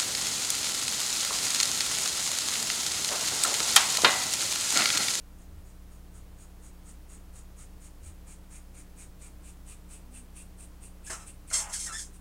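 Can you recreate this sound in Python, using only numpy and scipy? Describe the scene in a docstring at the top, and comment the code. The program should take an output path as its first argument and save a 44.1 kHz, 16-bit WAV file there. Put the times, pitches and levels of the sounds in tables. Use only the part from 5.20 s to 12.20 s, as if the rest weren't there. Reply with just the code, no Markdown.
"""Scissors sliding through hair

Scissors slide down a taut lock of synthetic hair about four times a second in a small, hard bathroom.
Fibres slip over the edges in soft, bright swishes that grow as the blades take more hair. Near the ends
the blades bite through the thick of the lock: the handles knock, snapping fibres rasp and stick-slip
friction squeaks. Mains hum, a low drone, air and a few dull thuds lie underneath."""
import sys
import numpy as np
from scipy import signal
from scipy.fft import rfft, irfft, next_fast_len
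from scipy.io import wavfile

SR = 44100
rng = np.random.default_rng(int(sys.argv[2]) if len(sys.argv) > 2 else 0)


def wav_record(signal):
    """Record a signal, one row per channel, as 16-bit PCM in the file named by sys.argv[1]."""
    frames = np.transpose(np.atleast_2d(signal))
    bounded = np.clip(frames, -1, 1)
    # unit amplitude maps onto the largest positive 16-bit level
    quanta = np.round(bounded * 32767).astype(np.int16)
    wavfile.write(sys.argv[1], SR, quanta)


N = 308848
TIME = np.arange(N) / SR

# Mains hum and machine drone. Each row: frequency in Hz, rms level in dB.
HUM_TONES = [(27.0, -51), (60.0, -51.5), (81, -68.5), (180.0, -60.5), (300.0, -68.5)]
# Thuds in the building. Each row: centre in seconds, level in dB, half length in seconds, frequency in Hz.
BUILDING_THUDS = [(0.36, -47.5, 0.075, 80), (2.883, -45, 0.054, 79), (4.94, -60, 0.15, 243)]
# Room air and hiss. 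Each row: frequency in Hz, relative spectral density in dB.
AIR_SPECTRUM = [(20, -1), (45, -2.5), (85, 0), (140, -7), (250, -11.5), (500, -15), (1000, -20),
                (2000, -26), (4000, -30), (9000, -31), (15500, -32.5)]
# Modes of the handles. Each row: frequency in Hz, level in dB, time to fall 60 dB in seconds.
HANDLE_MODES = [(319, -49, 0.15), (368, -44, 0.17), (480, -46, 0.13), (653, -42, 0.078), (1090, -44, .07),
                (2050, -42, .05), (2630, -60, 0.28)]
# The lock dragging on the blades. Each row: start and length in seconds, relative level in dB,
# sag in dB per second, first and last frequency in Hz.
DRAG_EVENTS = [(5.895, 0.0137, -39.5, 6, 1850, 1460), (5.916, 0.122, -53.5, 30, 1400, 1280),
               (6.307, 0.014, -42, 0, 1600, 1410), (6.337, .185, -44.5, 21, 1220, 799),
               (6.66, 0.091, -50, 20, 1480, 1360)]
# The scrunch of a drag. Each row: frequency in Hz, relative spectral density in dB.
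DRAG_SPECTRUM = [(200, -18), (350, -14), (550, -4), (800, 1.5), (1100, -0.5), (1450, 0), (2100, -4),
                 (2900, -7.5), (4500, -26)]
# Squeaks of the edge. Each row: start and length in seconds, level in dB, first and last pitch in Hz,
# gain of the overtones in dB.
SQUEAK_EVENTS = [(5.866, .045, -51.5, 1600, 1790, -11), (5.921, 0.031, -45, 1400, 1318, -15),
                 (5.997, 0.027, -56, 1335, 1313, -9), (6.297, 0.0087, -47, 2190, 2126, -1),
                 (6.328, .025, -44, 2190, 2130, 2), (6.517, .055, -49.5, 2220, 1416, -1.5),
                 (6.666, 0.0176, -44, 1976, 1806, -6.5), (6.686, 0.037, -40, 1410, 1316, -17),
                 (6.724, 0.051, -41, 1650, 1802, -6), (6.773, .025, -52.5, 1834, 1684, 3.5)]
# Harmonics two to five of a squeak. Each entry: relative level in dB.
OVERTONES_DB = [-1.5, 2, 3.5, -18]
# Bites into the lock. Each row: start and length in seconds, relative level in dB, attack in seconds,
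# sag in dB per second.
BITE_EVENTS = [(5.861, 0.014, -42, 0.0055, 200), (5.895, 0.05, -34, .01, 140), (5.988, 0.034, -51, .02, 0),
               (6.3, 0.029, -42, .003, 0), (6.325, 0.09, -25, 0.016, 90), (6.486, 0.038, -44.5, 0.014, 0),
               (6.523, 0.048, -28.5, 0.018, 134), (6.582, 0.09, -36.5, 0.016, -8),
               (6.716, .055, -40.5, .008, 28), (6.777, 0.048, -39, 0.0072, 23)]
# Fibres shearing. Each row: frequency in Hz, relative spectral density in dB.
RASP_SPECTRUM = [(300, -38), (1000, -21), (2300, -17), (3000, -19), (4000, -14), (5300, -7.5), (6500, -0.5),
                 (8400, 0.5), (9700, -3), (10600, -11), (13000, -23), (15500, -32)]
# Blade modes in a bite. Each row: frequency and bandwidth in Hz, relative level in dB.
BITE_MODES = [(2040, 180, -20), (2750, 130, -20.5), (3204, 75, -19.5), (4370, 210, -8.5), (5260, 80, -12.5),
              (5430, 42, -8.5), (6400, 47, -6.5), (6550, 88, -9), (7645, 39, -13), (7840, 45, -15),
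              (8200, 41, -12), (9900, 50, -12)]
# Strokes along the hair. Each row: centre in seconds, relative level in dB.
STROKE_EVENTS = [(0.212, -63.5), (0.486, -62.5), (0.74, -62), (0.97, -57.5), (1.216, -56), (1.458, -54),
                 (1.692, -52), (1.931, -51.5), (2.176, -51), (2.413, -48.5), (2.648, -51), (2.871, -49.5),
                 (3.108, -49.5), (3.349, -48.5), (3.584, -49), (3.813, -47), (4.045, -47), (4.275, -49),
                 (4.505, -46.5), (4.735, -47), (4.967, -48.5), (5.19, -47), (5.42, -49), (5.65, -48.5),
                 (5.875, -44), (6.086, -47), (6.3, -49), (6.952, -55.5)]
# Strokes get brisker near the ends. Each row: time in seconds, half length of a stroke in seconds.
STROKE_HALF_LENGTHS = [(0.2, 0.037), (5.0, 0.039), (6.3, 0.024)]
# Fibres sliding over the edge. Each row: frequency in Hz, relative spectral density in dB.
SWISH_SPECTRUM = [(300, -22), (900, -19), (1800, -17), (3800, -18), (5400, -18), (6400, -11.5),
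                  (7400, -8.5), (8400, -3.5), (9400, -3.5), (10100, -12), (11000, -17.5), (12300, -22),
                  (15500, -32)]
# Blade modes in a stroke. Each row: frequency and bandwidth in Hz, then relative levels in dB
# at the top, the middle and the ends of the lock.
STROKE_MODES = [(1294, 190, -10, -20, -22), (2305, 360, -19, -8, -18), (2566, 360, -20, -11, -10),
                (6740, 350, -4.5, -10, -19), (7930, 220, -9, -15, -9), (8490, 230, -12, -25, -4.5),
                (9200, 340, -12, -23, -3)]
# The scissors pass the top, the middle and the ends of the lock. Each entry: time in seconds.
TRAVEL_TIMES_S = [1.54, 3.7, 5.1]


def from_db(db):
    """Amplitude grows tenfold with every 20 dB."""
    return 10 ** (np.asarray(db) / 20)


def rms_one(x):
    """Dividing by the rms gives unit power."""
    return x / np.sqrt(np.mean(x ** 2) + 1e-20)


def coloured(x, spectrum):
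    """Filtering multiplies the spectrum of an excitation by a gain curve; rms 1."""
    hz, level_db = np.transpose(spectrum)
    size = next_fast_len(N)
    bin_hz = np.maximum(np.arange(size // 2 + 1) * SR / size, 1)
    gain = from_db(np.interp(np.log(bin_hz), np.log(hz), level_db))
    return rms_one(irfft(rfft(x, size) * gain, size)[:N])


def resonate(x, hz, width_hz):
    """A damped mode responds most near its natural frequency; rms 1."""
    radius = np.exp(-np.pi * width_hz / SR)
    feedback = [1, -2 * radius * np.cos(2 * np.pi * hz / SR), radius ** 2]
    return rms_one(signal.lfilter([1, 0, -1], feedback, x))


def wander(per_s):
    """Random values joined by straight lines make low-pass noise; rms 1."""
    knots = np.arange(0, TIME[-1] + 1, 1 / per_s)
    return rms_one(np.interp(TIME, knots, rng.standard_normal(len(knots))))


def fibre_clicks(per_s, spread_db):
    """Shot noise: single fibres give independent impulses of uneven size; rms 1."""
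    sizes = from_db(spread_db * np.minimum(rng.exponential(1, N), 4))
    signs = rng.choice([-1, 1], N)
    return rms_one(sizes * signs * (rng.random(N) < per_s / SR))


def swell(centre_s, half_s, squareness=1.9):
    """A bell-shaped envelope falls to 1/e at half_s either side of its centre."""
    distance = np.abs(TIME - centre_s) / half_s
    return np.exp(-distance ** squareness) * (distance < 4)


def push(start_s, length_s, attack_s, sag_db_per_s, release_db_per_s):
    """Pressure builds linearly, drifts exponentially while held, then decays on release."""
    t = np.maximum(TIME - start_s, 0)
    fall_db = sag_db_per_s * np.minimum(t, length_s) + release_db_per_s * np.maximum(t - length_s, 0)
    return np.minimum(t / attack_s, 1) * from_db(-np.minimum(fall_db, 150))


def glide(start_s, length_s, first_hz, last_hz):
    """Frequency relaxes exponentially: fast at first, then settling."""
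    progress = np.clip((TIME - start_s) / length_s, 0, 1)
    relaxation = 0.591  # time constant as a share of the length
    return first_hz + (last_hz - first_hz) * np.expm1(-progress / relaxation) / np.expm1(-1 / relaxation)


def background(air_db=-55):
    """Superposition: steady tones of hum and drone, low tone bursts for thuds, and broadband air."""
    hum = sum(from_db(db) * np.sin(2 * np.pi * (hz * TIME + rng.random())) for hz, db in HUM_TONES)
    thuds = sum(from_db(db) * swell(centre_s, half_s) * np.sin(2 * np.pi * hz * TIME)
                for centre_s, db, half_s, hz in BUILDING_THUDS)
    air = from_db(air_db) * coloured(rng.standard_normal(N), AIR_SPECTRUM)
    return np.sqrt(2) * (hum + thuds) + air


def bathroom(x, wet_db, gap_s, t60_s):
    """Reverberation: reflections from close, hard walls merge into an exponentially decaying tail."""
    t = TIME[:SR // 2]
    tail = rng.standard_normal(len(t)) * from_db(-60 * t / t60_s) * (t > gap_s)
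    reflections = signal.fftconvolve(x, tail / np.linalg.norm(tail))[:N]
    wet = from_db(wet_db)
    return (x + wet * reflections) / np.sqrt(1 + wet ** 2)


def handle_knock(start_s):
    """Free vibration: the handles knock as the blades catch, and the hand damps their modes."""
    t = np.maximum(TIME - start_s, 0)
    return sum(from_db(db - 60 * np.minimum(t / t60_s, 3)) * np.sin(2 * np.pi * hz * t)
               for hz, db, t60_s in HANDLE_MODES)


def drags():
    """Friction noise: the bundle catches and slips on the blades, its resonance sinking as it gives way."""
    scrunch = coloured(fibre_clicks(per_s=1600, spread_db=-0.5), DRAG_SPECTRUM)
    in_phase, quadrature = wander(per_s=380), wander(per_s=380)
    out = np.zeros(N)
    for start_s, length_s, db, sag, first_hz, last_hz in DRAG_EVENTS:
        phase = 2 * np.pi * np.cumsum(glide(start_s, length_s, first_hz, last_hz)) / SR
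        # a narrow band of noise around the gliding frequency
        resonance = rms_one(in_phase * np.cos(phase) + quadrature * np.sin(phase))
        pull = from_db(db) * push(start_s, length_s, attack_s=0.0079, sag_db_per_s=sag, release_db_per_s=424)
        out += pull * (from_db(-2.0) * scrunch + from_db(-6.0) * resonance)
    return out


def squeaks(jitter=0.02, rough_db=4.0):
    """Stick-slip oscillation of the edge on the fibres; uneven cycles smear the upper harmonics."""
    uneven = 1 + jitter * wander(per_s=1200)
    grip = from_db(rough_db * wander(per_s=400))
    out = np.zeros(N)
    for start_s, length_s, db, first_hz, last_hz, overtone_db in SQUEAK_EVENTS:
        phase = 2 * np.pi * np.cumsum(glide(start_s, length_s, first_hz, last_hz) * uneven) / SR
        overtones = sum(from_db(level) * np.sin(k * phase) for k, level in enumerate(OVERTONES_DB, 2))
        pressure = push(start_s, length_s, attack_s=0.0044, sag_db_per_s=44, release_db_per_s=802)
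        out += from_db(db) * pressure * (np.sin(phase) + from_db(overtone_db) * overtones)
    return grip * out


def bites():
    """Impulsive excitation: fibres snap in clumps, and the harder the bite, the more the steel rings."""
    force = sum(from_db(db) * push(start_s, length_s, attack_s, sag, release_db_per_s=422)
                for start_s, length_s, db, attack_s, sag in BITE_EVENTS)
    snaps = fibre_clicks(per_s=6400, spread_db=2.5) * from_db(0.79 * wander(per_s=400))
    rings = sum((-1) ** k * from_db(db) * resonate(snaps, hz, width_hz)
                for k, (hz, width_hz, db) in enumerate(BITE_MODES))
    hardness = np.sqrt(force / force.max())
    return from_db(-2.0) * force * (coloured(snaps, RASP_SPECTRUM) + hardness * rings)


def strokes(grip_db=1.0, flicker_db=1.2):
    """Sliding friction: fibres swish over the edge and drive blade modes whose balance shifts on the way."""
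    speed = np.zeros(N)
    for centre_s, db in STROKE_EVENTS:
        half_s = np.interp(centre_s, *np.transpose(STROKE_HALF_LENGTHS))
        speed += from_db(db) * swell(centre_s, half_s, squareness=2.67)
    swish = coloured(fibre_clicks(per_s=6000, spread_db=2.0), SWISH_SPECTRUM)
    catches = fibre_clicks(per_s=3000, spread_db=2.5)
    rings = np.zeros(N)
    for k, (hz, width_hz, *levels_db) in enumerate(STROKE_MODES):
        # the grip shifts a little from stroke to stroke, changing the level of each mode
        level_db = np.interp(TIME, TRAVEL_TIMES_S, levels_db) + grip_db * wander(per_s=5)
        rings += (-1) ** k * from_db(level_db) * resonate(catches, hz, width_hz)
    flicker = from_db(flicker_db * wander(per_s=120))
    return from_db(-4.5) * speed * flicker * (swish + rings)


def scene():
    """The sounds of the scissors reverberate in the room and add to the background."""
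    scissors = strokes() + bites() + drags() + handle_knock(start_s=5.903) + squeaks()
    return (bathroom(scissors, wet_db=-4.5, gap_s=0.0027, t60_s=0.18) + background())[None]


def record(dry, cutoff_hz=15800):
    """An elliptic low-pass filter cuts the highest treble steeply."""
    return signal.sosfilt(signal.ellip(12, .1, 80, cutoff_hz, fs=SR, output="sos"), dry)


dry = scene()
out = record(dry)
wav_record(out)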